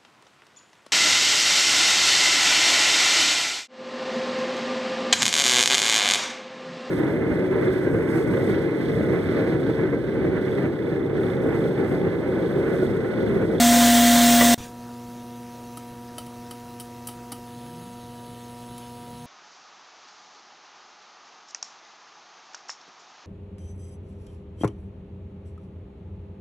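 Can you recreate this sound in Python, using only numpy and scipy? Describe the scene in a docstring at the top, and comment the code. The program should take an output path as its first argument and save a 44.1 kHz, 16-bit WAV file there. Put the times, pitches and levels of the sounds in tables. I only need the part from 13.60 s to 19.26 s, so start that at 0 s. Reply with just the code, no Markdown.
"""A flex-shaft rotary tool whines over a wooden fretboard, its motor buzzing and its cooling air rushing.
The router base knocks once on the wood, then the whine cuts off. After a brief gap, a small air pump's
hum comes in with a short, soft swish; its diaphragm (a flexing skin) puffs air through a hissing hose.
From about two seconds on, a steel point slips and clicks against an inlay in the routed pocket.
Before the last click the hands move, the air finds a new path and the hiss changes colour."""
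import sys
import numpy as np
from scipy import signal
from scipy.fft import rfft, irfft, next_fast_len
from scipy.io import wavfile
from scipy.ndimage import uniform_filter1d, map_coordinates

SR = 44100
rng = np.random.default_rng(int(sys.argv[2]) if len(sys.argv) > 2 else 0)


def master_out(mix):
    """Clip the mix to full scale and print it as 16-bit PCM to the path in sys.argv[1]."""
    frames = np.transpose(np.atleast_2d(mix))
    ceiling = np.clip(frames, -1, 1)
    pcm = np.round(ceiling * 32767).astype(np.int16)
    wavfile.write(sys.argv[1], SR, pcm)


N = 249595
WHINE_CUT_S, HUM_IN_S, HANDS_MOVE_S = 0.945, 0.977, 3.88
SPINDLE_HZ, MAINS_HZ = 699.5, 120.03


def amp(db):
    """Turn decibels into a factor to multiply by."""
    return 10 ** (np.asarray(db) / 20)


def unit(x):
    """Scale a signal so that its average strength (rms) is 1."""
    return x / np.sqrt(np.mean(x ** 2) + 1e-20)


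def clock():
    """The time of every sample, in seconds."""
    return np.arange(N) / SR


def wobble(rate):
    """A smooth curve through `rate` random values a second."""
    steps = np.arange(0, N / SR * rate + 1, 1 / 8)
    curve = map_coordinates(rng.standard_normal(int(steps[-1]) + 2), [steps])
    return np.interp(clock() * rate, steps, curve)


def swell(start_s, rise_s, fall_s):
    """A straight climb from 0 to 1 and a straight fall back."""
    t = clock() - start_s
    return np.clip(np.minimum(t / rise_s, 1 - (t - rise_s) / fall_s), 0, 1)


def turning(hz):
    """The angle (phase) of something that turns at a steady or changing rate."""
    return 2 * np.pi * np.cumsum(hz * np.ones(N)) / SR


def tone(phase, db, waver_db):
    """A pure tone whose level wavers around db."""
    level = amp(db + waver_db * wobble(7.37))
    return np.sqrt(2) * level * np.cos(phase + rng.uniform(0, 2 * np.pi))


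def filtered(x, response):
    """Turn each frequency in x up or down by the factor response(hz)."""
    size = next_fast_len(N + SR // 2)
    return irfft(rfft(x, size) * response(np.fft.rfftfreq(size, 1 / SR)), size)[..., :N]


def rush(spectrum, patchy_db, bumps=()):
    """Patchy noise shaped by a spectrum (frequency [Hz], level [dB]) and by peaks or dips on it."""
    grid = signal.stft(rng.standard_normal(N), nperseg=512)[2]
    patches = uniform_filter1d(rng.standard_normal(grid.shape), size=5, axis=0)  # blur over pitch
    patches = uniform_filter1d(patches, size=10, axis=1)  # blur over time
    noise = signal.istft(grid * amp(patchy_db * unit(patches)), nperseg=512)[1][:N]
    points_hz, points_db = np.transpose(spectrum)
    outline = lambda hz: np.interp(np.log(hz + 1), np.log(points_hz), points_db)
    lift = lambda hz: sum(db / (1 + (2 * (hz - centre) / width) ** 2) for centre, width, db in bumps)
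    return unit(filtered(noise, lambda hz: amp(outline(hz) + lift(hz))))


def walls(x, share_db):
    """Bench and walls send back weak, quick echoes that colour the sound."""
    delays_s = rng.uniform(.003, .02, size=14)
    echoes = sum(rng.choice([-1, 1]) * np.roll(x, round(delay * SR)) for delay in delays_s)
    return unit(x + amp(share_db) * unit(echoes))


def workshop():
    """Low room noise with a few faint tones, and a short, soft swish as the hum comes in."""
    # the room's rumble: (frequency [Hz], relative level [dB])
    rumble = [(25, -9), (55, -3.5), (130, 2), (200, 1.5), (290, -2.5), (420, -7.5), (560, -5), (850, -12),
              (1250, -12), (2000, -18), (6000, -51), (15500, -48)]
    # faint low room tones: (pitch [Hz], level [dB])
    room_tones = [(55, -65.5), (95, -61.5)]
    # a distant tone swells and rises, twice:
    # (loudest moment [s], half length [s], pitch then [Hz], rise [Hz/s], level [dB])
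    glides = [(4.143, 0.3, 160, 170, -50), (5.66, 0.3, 153, 3.85, -47)]
    t = clock()
    since = np.maximum(t - HUM_IN_S, 0)
    tones = sum(tone(turning(hz), db + 2 * wobble(2.17), waver_db=1.8) for hz, db in room_tones)
    drone_hz = 348.8 - 2.4 * since  # one faint tone sinks slowly
    drone_db = -58 - 7 * np.maximum(t - HANDS_MOVE_S, 0)
    tones += tone(turning(drone_hz), drone_db, waver_db=1.8)
    for peak_s, half_s, hz, rise, db in glides:
        pitch = hz + rise * np.clip(t - peak_s, -half_s, half_s)
        tones += swell(peak_s - half_s, half_s, half_s) * tone(turning(pitch), db, waver_db=1.8)
    swish_db = -42.5 - 60 * np.maximum(since - 0.071, 0) / 0.25  # holds briefly, then fades
    swish = amp(swish_db) * rush([(100, 12.5), (1500, 1), (6000, 2.0), (15000, -10)], patchy_db=4.5)
    return tones + swish + amp(-50.5) * rush(rumble, patchy_db=2.5)


def hose_hiss(cycle):
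    """Air leaves the hose in puffs; its whistling changes when the hands move and it finds a new path."""
    # air at the hose end: (frequency [Hz], relative level [dB])
    hiss = [(500, -29), (1500, 1), (2350, 0.5), (2700, 5), (4000, 2), (6000, 2), (7700, -2), (9300, -1.5),
            (10600, 0.5), (12000, -3), (13700, -6.5), (15200, -4)]
    # the air's whistles: (frequency [Hz], width [Hz], boost before the move [dB], boost after [dB])
    whistles = [(2990, 86, -4, 7.5), (3420, 370, -3, 3), (3960, 260, 3, 7.5), (4480, 120, 0, 6),
                (6000, 230, 3, -5), (6400, 90, 1, 10), (8200, 300, 0, 7), (10300, 760, -2.5, 6),
                (10900, 190, 4, 4.5), (12200, 150, 10, 4), (12720, 120, 7, 10)]
    before = rush(hiss, patchy_db=1.7, bumps=[(hz, width, db) for hz, width, db, _ in whistles])
    after = rush(hiss, patchy_db=1.7, bumps=[(hz, width, db) for hz, width, _, db in whistles])
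    moved = np.clip((clock() - HANDS_MOVE_S) / 0.086 + .5, 0, 1)
    jet = walls(np.sqrt(1 - moved) * before + np.sqrt(moved) * after, share_db=-3.5)
    puffs = 1 + .21 * np.cos(cycle) + .21 * np.cos(2 * cycle) + .1 * np.cos(3 * cycle)
    flow_db = -54 + moved + 0.33 * wobble(2.85)  # 1 dB louder after the move
    return amp(flow_db) * unit(puffs * jet)


def pump_hum(cycle):
    """The diaphragm beats twice a cycle, making a low hum with a thin buzz on top."""
    # the diaphragm's hum: (multiple of MAINS_HZ, level [dB]); beat_db sets the level of multiple 2
    harmonics = [(1, -49.4), (2, -43.6), (3, -59), (4, -50.6), (5, -68), (6, -51.5), (7, -76), (8, -49.2),
                 (9, -74), (10, -63.7), (11, -64.3), (12, -78), (13, -71), (14, -76), (15, -69.5)]
    # the diaphragm's upper buzz: (frequency [Hz], level of each tone near there [dB])
    rattle = [(1900, -74), (2400, -83.5), (2640, -70.5), (2880, -78.5), (3100, -83), (3240, -74.5),
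              (3500, -95.5), (4560, -80.5), (6000, -86)]
    since = clock() - HUM_IN_S
    surge_db = 3.5 * swell(start_s=1.21, rise_s=0.14, fall_s=0.77)
    beat_db = -43 - 0.45 * since + surge_db  # the main beat swells once and slowly eases off
    hum = np.zeros(N)
    for k, db in harmonics:
        level_db = beat_db if k == 2 else db - 0.05 * since
        flutter_db = 0.7 * wobble(14)
        # even multiples bunch into beats; odd ones, about a quarter turn off, make push and pull unlike
        offset = k % 2 * np.pi / 2 + rng.normal(0, 0.64)
        hum += np.sqrt(2) * amp(level_db + flutter_db) * np.cos(k * cycle + offset)
    for k in np.arange(len(harmonics) + 1, rattle[-1][0] // MAINS_HZ):
        buzz_db = np.interp(k * MAINS_HZ, *np.transpose(rattle)) + rng.normal(0, 2.1)
        hum += tone(k * cycle, buzz_db, waver_db=1.3)
    return hum


def air_pump():
    """Mains power drives the diaphragm, so the hum and the puffs of air keep the same beat."""
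    cycle = turning(MAINS_HZ * (1 + 0.00021 * wobble(2.98)))
    return pump_hum(cycle) + hose_hiss(cycle)


def inlay_clicks():
    """The steel point slips, snaps and chatters on the inlay, which rings; the small room answers."""
    # slips of the point: (time [s], relative snap level [dB], relative chatter level [dB],
    # chatter delay [s], brightness [dB per octave])
    slips = [(2.1709, -32, -31.5, 0.0032, -3.5), (2.5824, -22.5, -25.5, 0.0026, -2.5),
             (2.6634, -34, -40, 0.0027, -4), (2.9102, -23, -30.5, 0.0026, -3),
             (3.1995, -21, -32, 0.0052, 0.5), (3.4720, -20.5, -27, 0.0026, 4.5),
             (3.486, -25, -32, 0.0036, -4), (3.7192, -23, -25.5, 0.0037, -2.5),
             (5.1805, -27, -38.5, 0.0021, -1)]
    # where the inlay rings: (frequency [Hz], width [Hz], relative level [dB])
    rings = [(278, 41, 4), (780, 400, -7), (1270, 79, 1), (2120, 990, -13.5), (3043, 170, 1.5),
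             (3830, 350, -8), (4700, 360, -4.5), (5550, 1100, -10), (8100, 870, -7), (9660, 1250, -0.5),
             (10050, 500, -8), (11300, 400, -12), (13100, 2200, -9)]
    snap_s, echo_s = 0.00065, 0.22
    out = np.zeros(N)
    t = np.arange(SR // 3) / SR
    f = np.fft.rfftfreq(len(t), 1 / SR)
    body = sum(amp(db) * 1j * f * width / (hz * hz - f * f + 1j * f * width) for hz, width, db in rings)
    contact = 1 / np.sqrt(1 + (f / 13500) ** 12)  # the touch lasts too long to stir the highest treble
    octaves = np.log2(np.clip(f, 1000, 10000) / 6000)
    for start_s, snap_db, chatter_db, delay_s, brightness in slips:
        snap = amp(snap_db) * np.exp(-t / snap_s)
        chatter = amp(chatter_db) * (t / delay_s) * np.exp(1 - t / delay_s)
        echo_db = (snap_db + chatter_db) / 2 - 11 - 60 * t / echo_s
        echo = amp(echo_db) * (1 - np.exp(-t / 0.0056))
        burst = np.sqrt(snap ** 2 + chatter ** 2 + echo ** 2) * rng.standard_normal(len(t))
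        spectrum = rfft(burst) * body * contact * amp(brightness * octaves)
        click = irfft(spectrum, len(t))[:len(t) // 2]
        out[round(start_s * SR):][:len(click)] += click
    return out


def base_knock():
    """The metal router base rings briefly, and the board under it thuds."""
    # two touches, heard as one knock: (time [s], relative ring level [dB], relative thud level [dB])
    touches = [(0.808, -14.5, -27.5), (0.817, -19.5, -20.5)]
    # the base's ringing tones: (pitch [Hz], relative level [dB], time to fade by 60 dB [s])
    rings = [(160, -11, 0.11), (543, -14, 0.064), (1130, -9.5, 0.11), (1964, 5, 0.058), (2970, -6, 0.063)]
    # the board's thud: (frequency [Hz], relative level [dB])
    wood = [(60, -23), (140, -30), (280, 7.5), (420, 1), (600, 8), (800, -3), (1200, 2), (1700, -26),
            (2500, -7), (6000, -46)]
    out = np.zeros(N)
    for start_s, ring_db, thud_db in touches:
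        t = np.maximum(clock() - start_s, 0)
        ring = sum(amp(db - 60 * t / fade_s) * np.sin(2 * np.pi * hz * t) for hz, db, fade_s in rings)
        thud = amp(-60 * t / 0.098) * rush(wood, patchy_db=1.5)
        onset = 1 - np.exp(-t / 0.0025)
        out += (amp(ring_db) * ring + amp(thud_db + 6.5) * thud) * onset
    return out


def rotary_tool():
    """The spindle whines at multiples of its turning rate, over motor buzz and air in the housing."""
    # the spindle's whine: (multiple of SPINDLE_HZ, level [dB])
    harmonics = [(1, -22.0), (2, -42.4), (3, -47.4), (4, -42.3), (5, -47.8), (7, -50.5), (8, -49.6),
                 (9, -39.0), (12, -33.2), (13, -48.9), (15, -45.6), (16, -38.9), (17, -42.3), (18, -45.1),
                 (19, -45.1), (20, -47.3), (21, -43.1)]
    # magnetic buzz and shaft tones: (pitch [Hz], level [dB])
    motor_tones = [(55.7, -40.9), (120, -47.6), (151.6, -43.4), (240, -17.0), (278.7, -37.0),
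                   (557.3, -40.9)]
    # rush of cooling air and bearings: (frequency [Hz], relative level [dB])
    cooling_air = [(25, -14), (60, -15), (200, -2.5), (400, 2), (850, -3), (1300, -3.5), (1700, 3),
                   (2550, -4), (4000, 1), (4850, -3), (6200, 0), (8100, -1.5), (9400, -8), (15500, -8.5)]
    # how the housing colours that rush: (frequency [Hz], width [Hz], boost [dB])
    housing = [(127, 27, 12), (410, 82, -9), (533, 170, 3.5), (1005, 60, 6.5), (1965, 87, 6),
               (2840, 79, -1), (3170, 48, 4.5), (3316, 91, 8), (3600, 120, 6), (4330, 74, -1),
               (4730, 220, -3.5), (5630, 54, 2), (6950, 110, 0)]
    shaft = turning(SPINDLE_HZ * (1 + 0.00015 * wobble(3.6)))
    whine = sum(tone(k * shaft, db, waver_db=.3 if k == 1 else 1.4) for k, db in harmonics)
    whistle = tone(22 * shaft, db=-38.5 + 6 * clock(), waver_db=2.8)  # the highest tone slowly grows
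    buzz = sum(tone(turning(hz), db, waver_db=-0.05) for hz, db in motor_tones)
    air = walls(rush(cooling_air, patchy_db=1, bumps=housing), share_db=-9.5)
    return whine + whistle + buzz + amp(-20.5 + 0.25 * wobble(24.7)) * air


def scene():
    """The loud whine cuts off with a faint tail; after a brief gap come the hum, room and clicks."""
    t = clock()
    whine_out = np.clip((WHINE_CUT_S - t) / 0.00064, 0, 1)
    gap = (t >= WHINE_CUT_S) & (t < HUM_IN_S)
    tail = gap * amp(-24 - 60 * np.abs(t - WHINE_CUT_S) / .13)
    bench_in = np.clip((t - HUM_IN_S) / 0.0014, 0, 1)
    routing = (whine_out + tail) * (rotary_tool() + base_knock())
    bench = bench_in * (air_pump() + workshop() + inlay_clicks())
    mono = routing + bench
    return np.array([mono, mono])


def record(dry):
    """One close microphone, with the very highest treble cut away."""
    top_hz = 15780
    return filtered(dry, lambda hz: np.clip((top_hz - hz) / 100 + .5, 0, 1))


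dry = scene()
out = record(dry)
master_out(out)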